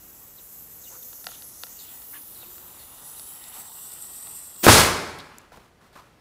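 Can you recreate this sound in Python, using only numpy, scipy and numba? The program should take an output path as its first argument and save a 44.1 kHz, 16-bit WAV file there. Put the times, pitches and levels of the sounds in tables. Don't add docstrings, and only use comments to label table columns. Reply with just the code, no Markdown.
import sys
import numpy as np
from scipy import signal
from scipy.fft import rfft, irfft
from scipy.io import wavfile
from numba import njit

SR = 44100
rng = np.random.default_rng(int(sys.argv[2]) if len(sys.argv) > 2 else 0)


def generate_wav(sig):
    pcm = np.round(np.clip(np.atleast_2d(sig).T, -1, 1) * 32767).astype(np.int16)
    wavfile.write(sys.argv[1], SR, pcm)


N = 273678
TIME = np.arange(N) / SR
POP_S = 4.6664


def from_db(db):
    return 10 ** (np.asarray(db) / 20)


def rms_one(x):
    return x / np.sqrt(np.mean(x ** 2) + 1e-20)


def in_time(rows):
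    s, *columns = np.transpose(rows)
    return [np.interp(TIME, s, column) for column in columns]


def at_hz(points, hz):
    table = np.array(points)
    return np.interp(np.log(hz), np.log(table[:, 0]), table[:, 1])


def drift(rate):
    step = 40
    r = np.exp(-2 * np.pi * rate * step / SR)
    white = rng.standard_normal(N // step + 2002)
    slow = signal.lfilter([1], [1, -2 * r, r * r], white)[2000:]
    return np.interp(np.arange(N) / step, np.arange(len(slow)), rms_one(slow))


def coloured(spectrum, size=N):
    hz = np.maximum(np.arange(size // 2 + 1) * SR / size, 10)
    shaped = rfft(rng.standard_normal(size)) * from_db(at_hz(spectrum, hz))
    return rms_one(irfft(shaped, size))


@njit
def resonate(x, hz, width_hz, rate):
    y, r = np.zeros(len(x)), np.exp(-np.pi * width_hz / rate)
    for i in range(2, len(x)):
        turn = 2 * r * np.cos(2 * np.pi * hz[i] / rate)
        y[i] = x[i] - x[i - 2] + turn * y[i - 1] - r * r * y[i - 2]
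    return y


def resonate_twice(x, hz, width_hz):
    return resonate(resonate(x, hz, width_hz, SR), hz, width_hz, SR)


# (t/s, low f/Hz, middle f/Hz, high f/Hz)
GAP_PITCH = [(0, 6700, 11500, 15300), (.6, 7200, 11600, 13400), (.85, 6830, 11600, 13950),
             (1.65, 6200, 11200, 13600), (1.95, 7850, 11200, 14500), (2.75, 7350, 10400, 13500),
             (3.5, 7800, 10800, 14500), (4.25, 8280, 11800, 13300), (4.61, 8000, 11400, 15100)]
# (t/s, low level/dB, middle level/dB, high level/dB)
LEAK_LEVELS = [(0, -56.5, -50, -54), (.38, -57, -50.5, -49.5), (.62, -55.5, -52, -46), (.78, -58, -52, -47),
               (.82, -47.5, -62, -47.5), (1.08, -50.5, -53, -43.5), (1.45, -50.5, -47, -50),
               (1.72, -49.5, -53, -45), (1.95, -50, -48, -45.5), (2.14, -71, -45.5, -44.5),
               (2.53, -54, -47.5, -47.5), (2.85, -62, -47.5, -48.5), (3.099, -67, -43, -48),
               (3.31, -51, -41.5, -45), (3.5, -51, -44.5, -53), (3.7, -44.5, -47, -46),
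               (3.92, -42, -44.5, -48), (4.35, -40, -44, -66), (4.53, -43.5, -49, -75),
               (4.61, -42.5, -67, -34)]
LEAK_WIDTHS_HZ = [1800, 2200, 2400]
# (f/Hz, level/dB per Hz)
LEAK_BROAD_SPECTRUM = [(1500, -33), (3000, -20), (5000, -13), (9000, -4), (15000, -8.5)]
# (t/s, length/s, change/dB)
SPURTS = [(1.854, 0.034, -3), (2.084, 0.072, 1.5), (3.04, 0.063, 3), (3.538, 0.083, 4.5),
          (3.918, 0.0045, 6.5), (3.93, 0.0098, 4), (4.023, 0.0034, 5), (4.224, 0.011, 2)]
SPURT_EDGE_S = 0.0011
LEAK_BROAD_DB = -3.5
WHISTLE_HZ, WHISTLE_WIDTH_HZ, WHISTLE_DB = 7850, 350, -63


def leak():
    out, power, flutter = 0, 0, drift(25)
    for hz, level_db, width_hz in zip(in_time(GAP_PITCH), in_time(LEAK_LEVELS), LEAK_WIDTHS_HZ):
        band = resonate_twice(rng.standard_normal(N), hz, width_hz)
        out = out + rms_one(band) * from_db(level_db + 1.1 * drift(7.5))
        power = power + from_db(level_db) ** 2
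    out = out + coloured(LEAK_BROAD_SPECTRUM) * np.sqrt(power) * from_db(LEAK_BROAD_DB)
    whistle = resonate_twice(rng.standard_normal(N), np.full(N, float(WHISTLE_HZ)), WHISTLE_WIDTH_HZ)
    out = out + rms_one(whistle) * from_db(WHISTLE_DB + 2.5 * drift(3))
    spurt_db = 0
    for s, length, change_db in SPURTS:
        inside = np.minimum(TIME - s, s + length - TIME)
        spurt_db = spurt_db + change_db * np.clip(inside / SPURT_EDGE_S + 1, 0, 1)
    return out * from_db(spurt_db + 0.71 * flutter) * (TIME < POP_S)


# (t/s, level/dB)
BOIL_LEVEL = [(0, -67), (.67, -71.5), (1.6, -61), (2.4, -58), (2.63, -55), (3.43, -51.5), (4.19, -53.5),
              (4.42, -56), (4.61, -55)]
# (f/Hz, width/Hz, level/dB)
WALL_MODES = [(850, 240, -4), (1340, 510, -5), (1926, 100, -4.5), (2777, 490, -4.5), (3924, 700, -5.5)]


def boil():
    grains = rng.standard_normal(N) * from_db(1.5 * drift(80))
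    body = np.zeros(N)
    for k, (hz, width_hz, level_db) in enumerate(WALL_MODES):
        band = rms_one(resonate(grains, np.full(N, float(hz)), width_hz, SR))
        body += band * from_db(level_db + 1.5 * drift(6.1)) * (-1) ** k
    level_db, = in_time(BOIL_LEVEL)
    return rms_one(body) * from_db(level_db) * (TIME < POP_S)


@njit
def notched(x, hz, depth, width_hz, rate):
    y, r = np.zeros(len(x)), np.exp(-np.pi * width_hz / rate)
    for i in range(2, len(x)):
        turn = 2 * r * np.cos(2 * np.pi * hz[i] / rate)
        y[i] = (1 - r * r) / 2 * (x[i] - x[i - 2]) + turn * y[i - 1] - r * r * y[i - 2]
    return x - depth * y


# (t/s, delay/ms, strength/0-1)
BODY_ECHO = [(0, 1.1, 0), (.4, 1.9, 0.15), (.5, 0.94, 0.1), (1.6, 0.88, 0), (1.9, 1.2, .3), (2.2, 0.94, 0),
             (2.6, 0.83, .22), (3.5, .87, 0.1)]
# (delay/ms, strength/0-1)
NEAR_ECHOES = [(1.15, 0), (1.401, .2), (1.65, 0.11), (2.0, 0)]
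# (t/s, f/Hz, depth/0-1)
NOTCHES = [
    [(0, 4260, 0.2), (.8, 3900, 0.13), (1.7, 3750, 0), (1.98, 5800, 0.2), (2.15, 5950, 0)],
    [(1.75, 12900, 0), (1.85, 12000, 0.9), (2.08, 10800, 0.7), (2.2, 10700, 0.4)],
    [(3.2, 6760, 0.26), (3.7, 6570, 1), (4.61, 6550, 0.94)],
    [(0, 8900, .75), (.7, 9340, .85), (1.6, 8800, 0.3), (2.2, 8200, 0.7), (2.65, 8900, .8),
     (3.5, 9330, 0.6), (4.3, 10440, 0.6), (4.61, 9800, .8)],
    [(0, 11200, 0.6), (.4, 10700, 0.9), (.5, 14300, 0.1), (1.35, 14500, 0.2), (1.55, 12900, 0.9),
     (2.0, 8500, 0.6), (2.15, 10360, .1), (2.55, 10600, 0.95), (3.1, 13500, .7), (3.7, 13600, 0.7),
     (4.61, 13700, .6)],
    [(0, 2470, 0), (2.0, 2290, .6), (2.4, 2000, 0.7), (4.61, 2100, 0.7)],
]
NOTCH_WIDTH_HZ, ECHO_WANDER_MS = 1470, 0.072
NOTCH_WANDER, NOTCH_FLICKER, NOTCH_DEEPEST = 0.014, 0.27, 0.91


def past_hands(x):
    delay_ms, strength = in_time(BODY_ECHO)
    echoes = [(delay_ms, strength)]
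    echoes += [(ms + ECHO_WANDER_MS * drift(1.0), share) for ms, share in NEAR_ECHOES]
    x = x + sum(share * np.interp(TIME - ms / 1000, TIME, x) for ms, share in echoes)
    for rows in NOTCHES:
        hz, depth = in_time(rows)
        hz = hz * (1 + NOTCH_WANDER * drift(3))
        depth = np.clip(depth * (1 + NOTCH_FLICKER * drift(3.6)), 0, NOTCH_DEEPEST)
        x = notched(x, hz, depth, NOTCH_WIDTH_HZ, SR)
    return x


# (f/Hz, level/dB per Hz)
GARDEN_SPECTRUM = [(24, -30.5), (40, -0.5), (66, -0.5), (224, -4), (498, -7), (639, -9), (1110, -11.5),
                   (1220, -12.5), (1320, -12.5), (5460, -25), (7750, -28.5), (9950, -30), (15600, -35)]
GARDEN_DB = -57.5


def garden_air():
    return from_db(GARDEN_DB + .8 * drift(2.1)) * coloured(GARDEN_SPECTRUM)


# (t/s, length/s, scuff from f/Hz, to f/Hz, scuff level/dB, hiss level/dB)
RUSTLES = [(.21, .04, 1010, 1010, -61, -74), (0.412, .08, 10000, 15000, -52, -78),
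           (0.898, 0.075, 700, 1420, -57, -56.5), (1.276, 0.1, 3520, 3530, -54.5, -60),
           (1.782, .15, 4500, 2870, -54.5, -63.5), (2.128, 0.054, 1060, 1060, -55, -73),
           (2.128, 0.051, 1700, 1800, -50.5, -73), (2.143, 0.038, 2900, 2900, -53.5, -70),
           (2.351, 0.2, 3820, 3840, -61.5, -61), (2.426, 0.044, 870, 865, -65, -70),
           (3.535, 0.089, 920, 920, -55.5, -53), (3.914, 0.079, 1900, 1930, -76, -60),
           (5.187, 0.024, 3770, 3750, -46, -53), (5.231, .22, 2550, 2540, -64, -60),
           (5.518, 0.037, 876, 906, -53.5, -51.5), (5.557, 0.028, 740, 727, -58, -53.5),
           (5.576, 0.013, 180, 180, -52.5, -70), (5.588, 0.093, 1000, 1000, -63.5, -59),
           (5.806, 0.084, 1168, 1160, -64, -59.5), (5.925, 0.062, 3960, 3990, -65.5, -57),
           (5.952, 0.057, 1087, 1120, -50, -52), (5.999, 0.089, 1200, 1206, -63.5, -60.5)]
# (f/Hz, level/dB per Hz)
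RUSTLE_SPECTRUM = [(300, 3), (1000, 4), (3500, -5.5), (6000, -9.5), (15500, -16)]


def rustles():
    out, size = np.zeros(N), 12000
    for s, length, from_hz, to_hz, scuff_db, hiss_db in RUSTLES:
        age = np.arange(size) / SR / length
        stroke = np.minimum(age / 0.076, 1) * np.exp(-3.0 * np.maximum(age - .8, 0))
        pitch = from_hz + (to_hz - from_hz) * np.minimum(age, 1)
        scuff = resonate_twice(rng.standard_normal(size), pitch, 0.44 * from_hz)
        scuff = scuff / np.std(scuff[:int(length * SR)])
        hiss = coloured(RUSTLE_SPECTRUM, size=size)
        friction = stroke * (from_db(scuff_db) * scuff + from_db(hiss_db) * hiss)
        at = int(s * SR)
        out[at:at + size] += friction[:N - at]
    return out * from_db(1.5 * drift(150))


def glides(events, width_hz):
    out = np.zeros(N)
    for s, length, from_hz, to_hz, level_db in events:
        share = np.arange(int(length * SR)) / SR / length
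        noise = rng.standard_normal(len(share))
        glide = resonate(noise, from_hz + (to_hz - from_hz) * share, float(width_hz), SR)
        at = int(s * SR)
        out[at:at + len(share)] += from_db(level_db) * np.sin(np.pi * share) * rms_one(glide)
    return out


# (t/s, length/s, from f/Hz, to f/Hz, level/dB)
CHIRPS = [(0.368, 0.036, 4100, 3730, -56), (0.382, 0.041, 2900, 2750, -64), (0.831, 0.046, 3960, 3370, -56),
          (0.856, 0.04, 2880, 2820, -55), (1.023, 0.012, 3780, 3500, -54), (1.335, 0.026, 2900, 2800, -56),
          (1.773, 0.051, 4720, 3300, -51), (1.814, 0.096, 2960, 2870, -64), (2.342, .035, 4300, 3760, -55),
          (2.382, 0.07, 4100, 3560, -53), (2.421, 0.03, 2750, 2620, -55), (2.784, 0.061, 4400, 4180, -55.5),
          (3.161, 0.03, 4200, 3720, -54)]


def chirps():
    return glides(CHIRPS, width_hz=120)


# (t/s, length/s, from f/Hz, to f/Hz, level/dB)
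HUMS = [(.78, 0.48, 517, 513, -63), (2.02, 0.34, 286, 320, -65), (2.33, 0.22, 326, 365, -59.5),
        (2.5, 0.23, 367, 348, -61)]


def hums():
    return glides(HUMS, width_hz=5.1)


def ring(clicks, hz, t60):
    r, w = from_db(-60 / (t60 * SR)), 2 * np.pi * hz / SR
    return signal.lfilter([0, np.sin(w)], [1, -2 * r * np.cos(w), r * r], clicks + 1e-18)


def struck(events, modes, trim_db):
    rows, out = np.array([list(row) + [0] for row in events]), np.zeros(N)
    at = (rows[:, 0] * SR).astype(int)
    chance_db = rng.normal(0, 1.5, (len(rows), len(modes)))
    for k, (hz, level_db, t60) in enumerate(modes):
        tilt_db = rows[:, 2] * np.log2(hz / 2000)
        strike_db = rows[:, 1] + tilt_db + level_db + trim_db + chance_db[:, k]
        clicks = np.zeros(N)
        clicks[at] = from_db(strike_db) * (-1) ** k
        out += ring(clicks, hz, t60)
    return out


# (delay/ms, level/dB)
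SLIPS = [(0, 0), (.35, -5), (1.15, -3)]


def slipping(x):
    run = np.zeros(128)
    for k, (ms, level_db) in enumerate(SLIPS):
        run[int(ms * SR / 1000)] = from_db(level_db) * (-1) ** k
    return signal.lfilter(run, [1], x)


# (t/s, level/dB, brightness/dB per octave)
TICKS = [(1.130, -37, 2), (1.243, -32, 2.5), (1.2682, -18, 2), (1.288, -35.5, -3), (1.3175, -34, 2),
         (1.422, -37.5, 7), (1.6352, -22, 2), (1.668, -37, 0.5), (2.02, -42, 4), (2.43, -44, -7.5),
         (2.581, -37.5, 1.5), (3.196, -36, 7), (3.44, -42, 9), (4.271, -37, 2), (4.562, -43, 5),
         (5.5195, -40.5, -4), (5.573, -40.5, -7.5)]
# (f/Hz, level/dB, t60/s)
PLASTIC_MODES = [(279, -16.5, .02), (480, -10, 0.053), (730, -8.5, 0.024), (925, -9, 0.013),
                 (1370, -1.5, 0.024), (1950, -10, .012), (2350, -7.5, .01), (2940, -2, 0.012),
                 (3820, -1.5, 0.0077), (4830, -4, 0.0079), (5760, -7, 0.0079), (8000, -10.5, 0.0043),
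                 (9600, -12.5, 0.0062)]


def ticks():
    return slipping(struck(TICKS, PLASTIC_MODES, trim_db=-7.5))


# (f/Hz, t60/s)
YARD_T60 = [(50, 0.66), (120, 1), (300, 0.94), (600, 0.91), (1100, 1), (2200, 1), (3000, .7), (4200, 0.84),
            (6000, 0.69), (12000, 0.47)]
YARD_DB, YARD_DELAY_S, YARD_LENGTH_S = -10.5, 0.011, 1.6
EDGES_HZ = 22 * 2 ** np.arange(0, 10, .4)


def yard(x):
    size = int(YARD_LENGTH_S * SR)
    age, white, echo = np.arange(size) / SR, rng.standard_normal((2, size)), 0
    for k, (low, high) in enumerate(zip(EDGES_HZ, EDGES_HZ[1:])):
        sos = signal.butter(2, [low, high], "band", fs=SR, output="sos")
        band = signal.sosfilt(sos, white[k % 2])
        echo = echo + band * from_db(-60 * age / at_hz(YARD_T60, np.sqrt(low * high)))
    echo = echo * (age > YARD_DELAY_S)
    echo = echo / np.sqrt(np.sum(echo ** 2))
    return from_db(YARD_DB) * signal.fftconvolve(x, echo)[:N]


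# (f/Hz, level/dB per Hz)
TEAR_SPECTRUM = [(88, -34), (150, 2.5), (1300, -5.5), (2110, -9), (2880, -4.5), (4320, -9.5), (5150, -9),
                 (15600, -10)]
TEAR_S, TEAR_RISE_S, TEAR_FADE_S, TEAR_DB = 4.624, 0.018, 0.0045, -16.5


def tear():
    rise = np.clip((TIME - TEAR_S) / TEAR_RISE_S, 0, 1) ** 2
    fade = np.exp(-np.maximum(TIME - POP_S, 0) / TEAR_FADE_S)
    return from_db(TEAR_DB) * rise * fade * coloured(TEAR_SPECTRUM)


POP_LENGTH_S, POP_DB = .0014, 8


def pop():
    share = (TIME - POP_S) / POP_LENGTH_S
    pulse = np.interp(share, [0, .2, .3, .85, 1, 1.6, 5], [0, 1.0, -0.66, -1.5, 0.19, 0.062, 0])
    return from_db(POP_DB) * pulse


# (t/s, roar level/dB, jet hiss level/dB)
GUSH_LEVELS = [(4.666, -31.5, -44.5), (4.669, -14, -25.5), (4.678, -14.5, -19.5), (4.684, -4, -13.5),
               (4.697, -3, -13.5), (4.707, -17.5, -12), (4.72, -15, -12), (4.80, -17, -16),
               (4.85, -24.5, -24.5), (4.95, -44, -41.5)]
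# (f/Hz, level/dB per Hz)
ROAR_SPECTRUM = [(30, -14.5), (60, -8), (100, -4), (170, -6), (350, -3.5), (700, -7), (1200, -3),
                 (1600, -9), (2400, -12.5), (3000, -18), (4500, -25.5)]
# (f/Hz, level/dB per Hz)
JET_SPECTRUM = [(500, -12.5), (1500, -7.5), (2800, -4.5), (4200, -1.5), (6000, -5.5), (10000, -7),
                (15500, -19)]
ROAR_FADE_DB_PER_S, JET_FADE_DB_PER_S = 94, 65


def gush():
    roar_db, jet_db = in_time(GUSH_LEVELS)
    emptying = np.maximum(TIME - GUSH_LEVELS[-1][0], 0)
    roar = coloured(ROAR_SPECTRUM) * from_db(roar_db - ROAR_FADE_DB_PER_S * emptying + 2.4 * drift(64))
    jet = coloured(JET_SPECTRUM) * from_db(jet_db - JET_FADE_DB_PER_S * emptying + 0.86 * drift(60))
    return (roar + jet) * (TIME > GUSH_LEVELS[0][0])


# (t/s, level/dB)
CAVITY_KICKS = [(4.667, -4), (4.688, -1)]
# (f/Hz, level/dB, t60/s)
CAVITY_MODES = [(45, -15.5, .1), (84.9, -22.5, 0.79), (113, -6, 0.17), (238.4, -17, 0.35),
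                (334, -13.5, 0.18)]


def cavity_boom():
    return struck(CAVITY_KICKS, CAVITY_MODES, trim_db=-1.0)


# (t/s, level/dB)
BITS = [(5.187, -31), (5.384, -24), (5.416, -45), (5.572, -40)]
# (f/Hz, level/dB, t60/s)
BIT_MODES = [(6000, -1, 0.0034), (7500, -3, 0.0038), (11100, -2, 0.0033), (12770, -7, 0.0049),
             (14900, -11, .005)]


def bits():
    return slipping(struck(BITS, BIT_MODES, trim_db=-9.5))


def scene():
    bottle = past_hands(leak() + boil())
    garden = garden_air() + chirps() + hums()
    strikes = ticks() + bits()
    blast = tear() + pop() + gush()
    echoes = yard(blast + from_db(-10.5) * strikes)
    return (bottle + garden + rustles() + strikes + blast + cavity_boom() + echoes)[None]


OVERLOAD_TOP, OVERLOAD_KNEE = 0.89, 4.5
STOP_HZ = 15860


def record(dry):
    bend = (1 + np.abs(dry / OVERLOAD_TOP) ** OVERLOAD_KNEE) ** (1 / OVERLOAD_KNEE)
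    low_pass = signal.cheby2(24, 60, STOP_HZ, fs=SR, output="sos")
    return signal.sosfilt(low_pass, dry / bend)


dry = scene()
out = record(dry)
generate_wav(out)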